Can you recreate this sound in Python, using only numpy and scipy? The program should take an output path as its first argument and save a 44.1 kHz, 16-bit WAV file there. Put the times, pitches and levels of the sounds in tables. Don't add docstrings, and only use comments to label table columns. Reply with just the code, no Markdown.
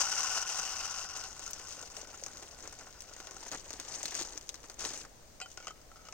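import sys
import numpy as np
from scipy import signal
from scipy.fft import rfft, irfft
from scipy.io import wavfile
from scipy.ndimage import map_coordinates

SR = 44100
rng = np.random.default_rng(int(sys.argv[2]) if len(sys.argv) > 2 else 0)


def store_wav(level_fs):
    pcm = np.round(np.clip(np.atleast_2d(level_fs), -1, 1) * 32767)
    wavfile.write(sys.argv[1], SR, pcm.T.astype(np.int16))


N = 270402
TIME = np.arange(N) / SR
BRIEF = TIME[:2560]


def from_db(db):
    return 10 ** (np.asarray(db) / 20)


def rms_one(x):
    return x / np.sqrt(np.mean(x ** 2) + 1e-20)


def unit(x):
    return x / np.linalg.norm(np.atleast_2d(x)[0])


def gains(rows):
    s, *columns = np.transpose(rows)
    outside = np.maximum(0, np.maximum(s[0] - TIME, TIME - s[-1]))
    fade = np.exp(-(outside / 0.067) ** 2)
    return [from_db(np.interp(TIME, s, column)) * fade for column in columns]


ATTACK_S, RELEASE_S = 0.021, 0.015


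def strokes(rows):
    total = 0
    for s, length, *levels in rows:
        rise = np.clip(1 + (TIME - s) / ATTACK_S, 0, 1)
        fall = np.exp(-np.maximum(0, TIME - s - length) / RELEASE_S)
        total = total + from_db(levels)[:, None] * rise * fall
    return total


def drift(rate):
    knots = rng.standard_normal(4096)
    return rms_one(np.interp(TIME * rate, np.arange(len(knots)), knots))


def response(points):
    size = 1024
    hz, db = np.transpose(points)
    grid = np.maximum(np.fft.rfftfreq(size, 1 / SR), 1)
    smooth_db = np.interp(np.log(grid), np.log(hz), db)
    cepstrum = irfft(np.log(from_db(smooth_db)))
    cepstrum[1:size // 2] *= 2
    cepstrum[size // 2 + 1:] = 0
    return irfft(np.exp(rfft(cepstrum)))


def through(x, impulse):
    return signal.oaconvolve(x, np.atleast_2d(impulse), axes=1)[:, :x.shape[1]]


def colour(x, points):
    return through(x, unit(response(points)))


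def peak(x, hz, q=4):
    return unit(signal.lfilter(*signal.iirpeak(hz, q, fs=SR), x))


def add(out, s, sound):
    start = min(round(s * SR), N - 1)
    out[:, start:start + sound.shape[1]] += sound[:, :N - start]


PORTS_PART_HZ, BASS_SIDE_DB = 3160, -9


def diffuse(size, part_hz=PORTS_PART_HZ):
    mid, side = rng.standard_normal((2, size))
    b, a = signal.butter(1, part_hz, "high", fs=SR)
    bass_side = from_db(BASS_SIDE_DB)
    side = bass_side * side + (np.sqrt(.5) - bass_side) * signal.lfilter(b, a, side)
    mid = mid - (1 - np.sqrt(.5)) * signal.lfilter(b, a, mid)
    return mid + side * [[1], [-1]]


def crack(t60, scatter_db, scatter_t60):
    click = signal.unit_impulse(len(BRIEF))
    buzz = unit(rng.standard_normal(len(BRIEF)) * from_db(-60 * BRIEF / t60))
    scatter = unit(diffuse(len(BRIEF)) * from_db(-60 * BRIEF / scatter_t60))
    return unit(click + buzz + from_db(scatter_db) * scatter)


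GRAIN_T60_S = 0.06


def grains(per_s, spread_db, t60, scatter_db, low_hz, high_hz, ring_db, clump_db=2.5, count=48):
    born = rng.random(N) < per_s / SR
    uneven_db = spread_db * np.clip(rng.standard_normal(N), -2, 2)
    clumps_db = clump_db * np.clip(drift(130), -1.7, 1.7)
    clicks = born * from_db(uneven_db + clumps_db) * rng.choice([-1, 1], N) / np.sqrt(per_s)
    shapes = []
    for hz in np.geomspace(low_hz, high_hz, count):
        plain = crack(t60, scatter_db, GRAIN_T60_S)
        shapes.append(unit(plain + from_db(ring_db) * peak(plain, hz)))
    dealt = rng.integers(0, count, N)
    out = np.zeros((2, N))
    for i in np.flatnonzero(born):
        add(out, i / SR, clicks[i] * shapes[dealt[i]])
    return rms_one(out)


def ringing(modes, spread_db=0):
    t = TIME[:SR // 4]
    total = 0
    for k, (hz, db, t60) in enumerate(modes):
        decay = from_db(db + spread_db * rng.normal() - 60 * t / t60)
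        total = total + decay * np.sin(2 * np.pi * hz * t) * (-1) ** k
    return total


# frequency in Hz, level in dB per Hz.
AIR_COLOUR = [(20, 1.5), (60, 0), (130, -9.5), (300, -12.5), (600, -9), (1300, -18.5), (2200, -20),
              (4000, -15.5), (6500, -18), (9000, -9), (15000, -4.5)]
AIR_DB = -51.5


def air():
    return from_db(AIR_DB) * colour(diffuse(N, part_hz=394), AIR_COLOUR)


# frequency in Hz, level in dB per Hz.
LID_COLOUR = [(100, -42), (400, -1.5), (900, -1), (1400, -14), (1900, -6.5), (2800, 2), (3600, -4),
              (5000, 1.5), (6500, 0), (8500, 2), (15000, -7)]
# start of the hold in seconds, length in seconds,
# level in dB before it is shared out between slips and singing.
SLIDES_OF_LID = [(5.598, 0.057, -55), (5.685, 0.012, -52), (5.76, 0.034, -70), (5.912, 0.0076, -65),
                 (5.962, 0.012, -61.5), (6.005, 0.017, -63), (6.052, 0.021, -59)]


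def lid_scrapes():
    pressure, = strokes(SLIDES_OF_LID)
    slips = grains(350, spread_db=5.0, t60=0.0042, scatter_db=4.0, low_hz=1020, high_hz=6500, ring_db=-4.0)
    slips = colour(slips, LID_COLOUR)
    # Hz, dB, 60 dB decay time in seconds
    modes = [(1300, 2.5, 0.046), (1440, 4.0, 0.057), (2290, -10, 0.052),
             (2820, -15, 0.04), (5400, -10, .06), (6250, -6, 0.083)]
    singing = rms_one(through(slips, ringing(modes)))
    return pressure * (from_db(-7.0) * slips + from_db(-7.5) * singing)


# frequency in Hz, level in dB, 60 dB decay time in seconds.
MESH_MODES = [(766, -8, .11), (1075, -1.5, .035), (1267, -4, .03), (1354, -1, .04), (1434, -2, .04),
              (1497, -4, .08), (2745, -5, .04), (2900, -6, .03), (3585, -14, .12), (4982, -8, .14),
              (5229, -7, .11), (5493, -7, .09), (5773, -10, .1), (6012, -9, .06), (7029, -8, .14)]
# frequency in Hz, level in dB, 60 dB decay time in seconds, all before the grip acts.
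LID_MODES = [(754, -17, .15), (1980, -14, .12), (2510, -13, .1), (2780, -7, .06), (2900, -8, .04),
             (3079, -3, .35), (3135, -9, .07), (4045, -11, .09), (4200, -13, .07), (4490, -10, .17),
             (4900, -8, .09), (6455, -21, .09), (7004, -10, .1), (7321, -9, .05), (7600, -7, .1),
             (7887, -8, .11), (8371, -10, .08), (8533, -8, .06)]
# time in seconds, clack in dB, ring in dB, pitch of the panel in Hz,
# share of the free ring that the grip leaves (0 to 1), mesh in dB.
LID_KNOCKS = [(5.4017, -23, -53, 1540, 0.3, -54), (5.414, -20.5, -39.5, 1420, 0.85, -66),
              (5.459, -31, -49, 1400, 0.3, -62), (5.574, -20, -47, 1460, 0.27, -54),
              (5.602, -29, -55, 1450, 0.45, -65), (5.626, -32, -61, 1390, .4, -65),
              (5.646, -30, -68, 1460, .4, -65), (5.670, -17, -41.5, 1250, 0.42, -50.5),
              (5.681, -20, -58, 1460, 0.62, -56), (5.707, -28, -44.5, 1280, 0.14, -67),
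              (5.815, -38, -63, 1340, 0.32, -76), (5.916, -38, -51, 1320, 0.25, -75),
              (5.958, -40, -52.5, 1330, 0.19, -68), (5.970, -37, -57, 1386, 0.27, -76),
              (6.053, -34, -62, 1310, .4, -69), (6.0863, -26.5, -46.5, 1280, 0.19, -70),
              (6.125, -24, -51, 1010, 0.22, -54)]
HAND_CLOSES_S, HELD_T60_S = 0.051, .03
GRIP_DETUNE = .14
CHATTER_S, CHATTER_DB = 0.001403, -6
BUZZ_DEPTH, BUZZ_PER_S = 0.16, 510


def lid_knocks():
    out = np.zeros((2, N))
    freest = max(free for *_, free, _ in LID_KNOCKS)
    for s, clack_db, ring_db, panel_hz, free, mesh_db in LID_KNOCKS:
        detune = 1 + GRIP_DETUNE * (freest - free) * rng.uniform(-1.04, 1)
        free = np.clip(free, .05, 1)
        note = ringing([(panel_hz, -4.0, .04)])
        thin_tail = (1 - free) * ringing([(panel_hz, -20, .16)])
        gripped = [(hz * detune, db, t60 * free / freest) for hz, db, t60 in LID_MODES]
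        overtones = free * ringing(gripped, spread_db=4.5)
        held = from_db(-60 * np.maximum(0, TIME[:len(note)] - HAND_CLOSES_S) / HELD_T60_S)
        buzz = 1 + BUZZ_DEPTH * drift(BUZZ_PER_S)[:len(note)]
        ring = from_db(ring_db) * (note + thin_tail + overtones) * held * buzz
        mesh = from_db(mesh_db) * ringing(MESH_MODES)
        add(out, s, (ring + mesh)[None])
        for delay, db in ((0, 0), (CHATTER_S, CHATTER_DB)):
            clack = crack(t60=.011, scatter_db=-0.5, scatter_t60=.05)
            add(out, s + delay, from_db(clack_db + db) * colour(clack, LID_COLOUR))
    return out


# time in seconds, level in dB, pitch in Hz.
KERNEL_THUDS = [(1.776, -33.5, 570), (1.831, -28, 680), (1.974, -25.5, 635), (2.031, -31, 600),
                (2.075, -31.5, 630), (2.105, -33, 650), (2.225, -28.5, 605), (2.267, -32, 1130),
                (2.528, -36, 620), (2.588, -34.5, 620), (2.655, -42, 596), (3.112, -34, 520),
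                (3.242, -34, 780), (3.429, -31, 1000), (3.463, -29, 700), (3.541, -28.5, 760),
                (3.664, -31, 740), (3.757, -33, 715), (4.037, -28, 654), (4.21, -24, 373),
                (4.356, -31, 410)]
# frequency in Hz, level in dB per Hz.
HEAP_COLOUR = [(150, -18.5), (380, -6), (650, 3.5), (900, -6), (1500, -37), (4000, -17)]
HEAP_HZ = 650


def heap():
    out = np.zeros((2, N))
    for s, db, pitch_hz in KERNEL_THUDS:
        spectrum = [(hz * pitch_hz / HEAP_HZ, level) for hz, level in HEAP_COLOUR]
        thud = colour(crack(t60=0.0061, scatter_db=1.0, scatter_t60=0.074), spectrum)
        add(out, s, from_db(db) * unit(thud))
    return out


# frequency in Hz, level in dB per Hz.
FILM_COLOUR = [(300, -7.5), (1000, -24.5), (1800, -11.5), (3500, -4), (6000, 0.5), (9000, 5.5),
               (15000, 2.5)]
LOAD_COLOUR = [(40, -45), (130, 1), (200, -4.5), (280, 5.5), (700, 4), (1300, 3.5), (2500, -1),
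               (6000, -5.5)]
# time in seconds, effort in dB before the film's final lift.
BAG_EFFORT = [(1.15, -57.5), (1.7, -57), (2.5, -59.5), (3.1, -64), (3.45, -54), (3.68, -57), (3.98, -48.5),
              (4.151, -46), (4.301, -52.5), (4.45, -63), (4.757, -67), (4.809, -42.5), (4.951, -46),
              (5.03, -53), (5.1, -74), (5.4, -79)]
# start of the hold in seconds, length in seconds,
# film in dB before its final lift, shifting seed in dB before its final cut.
BAG_SQUEEZES = [(1.70, 0.052, -52, -73), (1.96, 0.073, -54, -62.5), (2.14, 0.022, -57, -58.5),
                (2.428, 0.0083, -53, -63), (2.63, 0.028, -54, -53.5), (2.79, 0.033, -61, -54.5),
                (3.42, 0.055, -66, -58), (3.525, 0.023, -47.5, -48), (3.655, 0.0037, -65, -54),
                (3.92, 0.031, -46.5, -55), (4.168, 0.042, -43.5, -49.5), (4.64, 0.0078, -56, -67),
                (4.85, 0.019, -47, -53), (5.49, 0.043, -60.5, -74)]
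LOAD_DB, LOAD_FOLLOWS = -50, 0.7


def bag():
    effort, = gains(BAG_EFFORT)
    squeeze, shift = strokes(BAG_SQUEEZES)
    crinkle = np.hypot(effort, squeeze)
    rustle = np.hypot(from_db(LOAD_DB) * (effort / effort.max()) ** LOAD_FOLLOWS, shift)
    per_s = 220 + 1400 * crinkle / crinkle.max()
    film = grains(per_s, spread_db=5.0, t60=0.0036, scatter_db=3.0, low_hz=2340, high_hz=10000,
                  ring_db=1.5, clump_db=1.5)
    load = grains(450, spread_db=2.0, t60=0.013, scatter_db=2.0, low_hz=264, high_hz=1990, ring_db=-21.0)
    film = from_db(4.0) * crinkle * colour(film, FILM_COLOUR)
    load = from_db(-4.0) * rustle * colour(load, LOAD_COLOUR)
    return film + load


RANDOM_SNAPS_PER_S, RANDOM_SNAPS_FROM_S, RANDOM_SNAPS_TO_S = 12, 1.0, 4.45
RANDOM_SNAP_DB, RANDOM_SNAP_SPREAD_DB = -22.5, 1
RANDOM_SNAP_FOLLOWS, RANDOM_BODY_DB = 0.24, -19


def random_snaps():
    slots = np.arange(RANDOM_SNAPS_FROM_S, RANDOM_SNAPS_TO_S, 1 / RANDOM_SNAPS_PER_S)
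    chance = rng.random((256, 3))[:len(slots)]
    times = slots + chance[:, 0] / RANDOM_SNAPS_PER_S
    s, effort_db = np.transpose(BAG_EFFORT)
    uneven_db = RANDOM_SNAP_SPREAD_DB * np.sqrt(3) * (2 * chance[:, 1:] - 1)
    below_full_db = np.interp(times, s, effort_db) - effort_db.max()
    db = RANDOM_SNAP_DB + RANDOM_SNAP_FOLLOWS * below_full_db
    return list(zip(times, db + uneven_db[:, 0], db + RANDOM_BODY_DB + uneven_db[:, 1]))


# time in seconds, sharp snap in dB, dull body in dB.
TIMED_SNAPS = [(1.172, -12.5, -38), (1.1965, -31, -36), (1.239, -15.5, -45), (1.3654, -24, -31),
               (1.3943, -17, -32), (1.464, -16, -47), (1.4775, -15, -41), (1.533, -12.5, -42),
               (1.598, -19, -35), (1.685, -20, -31), (1.7083, -21, -40.5), (1.814, -19.5, -33),
               (1.827, -19, -34), (1.875, -22.5, -36), (1.9693, -17, -34), (2.215, -25, -52),
               (2.237, -13.5, -43.5), (2.2633, -13.5, -28), (2.267, -25, -36), (2.283, -22, -34),
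               (2.334, -23, -48), (2.371, -18.5, -46), (2.426, -20.5, -27.5), (2.588, -26, -40),
               (2.6757, -16.5, -29.5), (2.7261, -18, -30.5), (2.8691, -36, -33.5), (3.006, -19, -50),
               (3.021, -17, -55), (3.1368, -21, -46), (3.1651, -23.5, -31), (3.202, -16.5, -27),
               (3.271, -17.5, -24.5), (3.31, -20, -30.5), (3.3675, -22, -34.5), (3.4336, -26, -33),
               (3.482, -21, -34), (3.5164, -13, -27.5), (3.5231, -14, -44), (3.541, -33, -26),
               (3.7058, -14, -26), (3.7308, -16, -51), (3.737, -16.5, -30), (3.7994, -10, -25),
               (3.865, -31, -35.5), (3.916, -23, -40), (4.0305, -9, -39), (4.056, -3.5, -35),
               (4.081, -14, -43), (4.086, -19.5, -44), (4.109, -14.5, -42), (4.122, -17, -25),
               (4.1448, -11, -36), (4.152, -9, -43), (4.165, -18, -35), (4.1865, -20, -40),
               (4.1988, -17, -30), (4.213, -13.5, -23.5), (4.222, -11, -40), (4.2285, -13.5, -50),
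               (4.3766, -12.5, -36), (4.4116, -22.5, -42), (4.4916, -7, -47), (4.5431, -16.5, -29.5),
               (4.5554, -22, -44), (4.632, -24.5, -40), (4.6406, -27.5, -28), (4.6987, -16, -25.5),
               (4.717, -26, -40), (4.743, -26, -50), (4.7942, -14, -47.5), (4.806, -13, -41),
               (4.8235, -17, -41), (4.8508, -4.5, -22), (4.856, -22, -40), (4.878, -21, -37),
               (4.9176, -20, -30), (4.939, -16, -37), (4.9514, -24, -33), (4.976, -22, -40),
               (4.981, -24, -40), (5.0507, -31, -29.5)]
# time in seconds, level in dB.
FILM_ZIPS = [(1.508, -0.5), (3.007, -14), (3.7067, -30.5), (4.053, -24), (4.4914, -35)]
# frequency in Hz, level in dB per Hz.
ZIP_COLOUR = [(4000, -52), (8000, -13), (11000, 1), (16000, 0)]
CREASE_LOW_HZ, CREASE_HIGH_HZ, CREASE_RING_DB = 2980, 9560, -8.5
GROUND_ECHO_S, GROUND_ECHO_DB = .0061, -14


def snaps():
    out = np.zeros((2, N))
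    for s, snap_db, body_db in TIMED_SNAPS + random_snaps():
        plain = crack(t60=0.008, scatter_db=-1.0, scatter_t60=0.046)
        hz = CREASE_LOW_HZ * (CREASE_HIGH_HZ / CREASE_LOW_HZ) ** rng.random()
        pitched = unit(plain + from_db(CREASE_RING_DB) * peak(plain, hz))
        snap = from_db(snap_db) * colour(pitched, FILM_COLOUR)
        pat = crack(t60=0.013, scatter_db=3.5, scatter_t60=0.087)
        add(out, s, snap + from_db(body_db) * colour(pat, LOAD_COLOUR))
        add(out, s + GROUND_ECHO_S, from_db(GROUND_ECHO_DB) * snap)
    for s, db in FILM_ZIPS:
        fizz = crack(t60=0.0087, scatter_db=15.0, scatter_t60=.03)
        add(out, s, from_db(db) * colour(fizz, ZIP_COLOUR))
    return signal.sosfilt(signal.butter(2, 280, "high", fs=SR, output="sos"), out)


# frequency in Hz, level in dB per Hz.
TICK_COLOUR = [(100, -26), (380, -12.5), (750, -3), (1400, -4), (1800, -5.5), (2300, -9), (2850, 0),
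               (3500, -7), (4400, -4), (5400, 2.5), (6000, 3), (6500, -1.5), (9000, 5), (15000, 1)]
# time in seconds, tick in dB, ring of the mesh in dB, pitch of the wire in Hz.
WIRE_STRIKES = [(0.042, -15, -47, 6100), (0.067, -14, -47, 5860), (0.1175, -16, -50, 5750),
                (0.179, -9, -47, 6200), (0.206, -10, -56, 6000), (0.2447, -16, -49, 5600),
                (0.301, -24, -51, 6460), (0.3635, -19, -50, 6300), (0.3805, -26, -55, 5600),
                (0.425, -14, -66, 5500), (0.454, -28, -62, 5800), (0.491, -15, -62, 5500),
                (0.515, -20, -61, 2880), (0.597, -11, -48, 6000), (0.695, -15, -60, 6000),
                (0.801, -20.5, -56.5, 5800), (0.855, -16, -56, 6000), (0.995, -20.5, -59.5, 6100),
                (1.594, -31, -71, 6200), (1.726, -24, -63, 6140), (1.967, -16.5, -69, 5530),
                (2.139, -34, -58, 6200), (2.283, -33, -61, 6200), (2.73, -28, -61, 6000),
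                (2.811, -45, -59, 6160), (2.869, -41, -59.5, 6200), (3.088, -31, -63.5, 6140),
                (3.364, -38, -56.5, 6200)]
WIRE_Q, WIRE_PING_DB = 14, -8.5


def strikes():
    out = np.zeros((2, N))
    for s, tick_db, ring_db, wire_hz in WIRE_STRIKES:
        tick = colour(crack(t60=0.008, scatter_db=-3.0, scatter_t60=0.04), TICK_COLOUR)
        ping = peak(tick, wire_hz, WIRE_Q)
        add(out, s, from_db(tick_db) * unit(tick + from_db(WIRE_PING_DB) * ping))
        add(out, s, from_db(ring_db) * ringing(MESH_MODES, spread_db=3.5)[None])
    return out


# time in seconds, flow in dB before the cushioning of the heap.
SEED_FLOW = [(0.0, -39), (0.6, -41), (1.0, -43.5), (1.35, -53), (1.8, -53.5), (2.1, -59.5), (2.5, -63.5),
             (3.3, -57)]
# start of the hold in seconds, length in seconds,
# flow in dB before the cushioning of the heap.
SEED_GUSHES = [(0.0, 0.023, -35), (0.16, 0.092, -40.5), (0.36, 0.024, -39), (0.98, 0.044, -50),
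               (1.16, 0.097, -48.5), (1.44, 0.045, -50)]
MESH_DB, MESH_FOLLOWS = -44.8, .9


def seed():
    flow = np.hypot(gains(SEED_FLOW), strokes(SEED_GUSHES))[0]
    fullness = flow / flow.max()
    per_s = 80 + 1200 * fullness
    ticks = grains(per_s, spread_db=1.7, t60=0.003, scatter_db=3.5, low_hz=2600, high_hz=9000,
                   ring_db=-4.0, clump_db=1.0)
    hits = grains(per_s, spread_db=2.0, t60=0.0037, scatter_db=-18.0, low_hz=1110, high_hz=6900,
                  ring_db=-10.5, clump_db=1.5)
    mesh = rms_one(through(hits, ringing(MESH_MODES)))
    deadening_db_per_s = -2.0
    cushioning = from_db(4.0 + deadening_db_per_s * TIME)
    rush = flow * cushioning * colour(ticks, TICK_COLOUR)
    return rush + from_db(MESH_DB) * fullness ** MESH_FOLLOWS * mesh


def scene():
    return air() + lid_scrapes() + lid_knocks() + heap() + bag() + snaps() + strikes() + seed()


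# frequency in Hz, level in dB.
LEFT_COLOUR = [(2000, 7.5), (3300, 1), (4500, 5), (5600, 8), (6100, 10.5), (6500, 12), (7200, 2),
               (8300, -6.5), (9300, -21), (10500, -21.5), (12500, -19), (15000, -16)]
RIGHT_COLOUR = [(2000, 7), (4000, -1.5), (6000, -0.5), (8300, -2), (9200, -5), (10400, -23), (12000, -17.5),
                (15000, -13.5)]
PORT_LAG_S, CUTOFF_HZ = .00006, 16000


def record(dry):
    left, right = through(dry, [response(LEFT_COLOUR), response(RIGHT_COLOUR)])
    right = map_coordinates(right, [(TIME - PORT_LAG_S) * SR], order=3)
    top_cut = signal.ellip(10, .1, 80, CUTOFF_HZ, fs=SR, output="sos")
    return signal.sosfilt(top_cut, [left, right])


dry = scene()
out = record(dry)
store_wav(out)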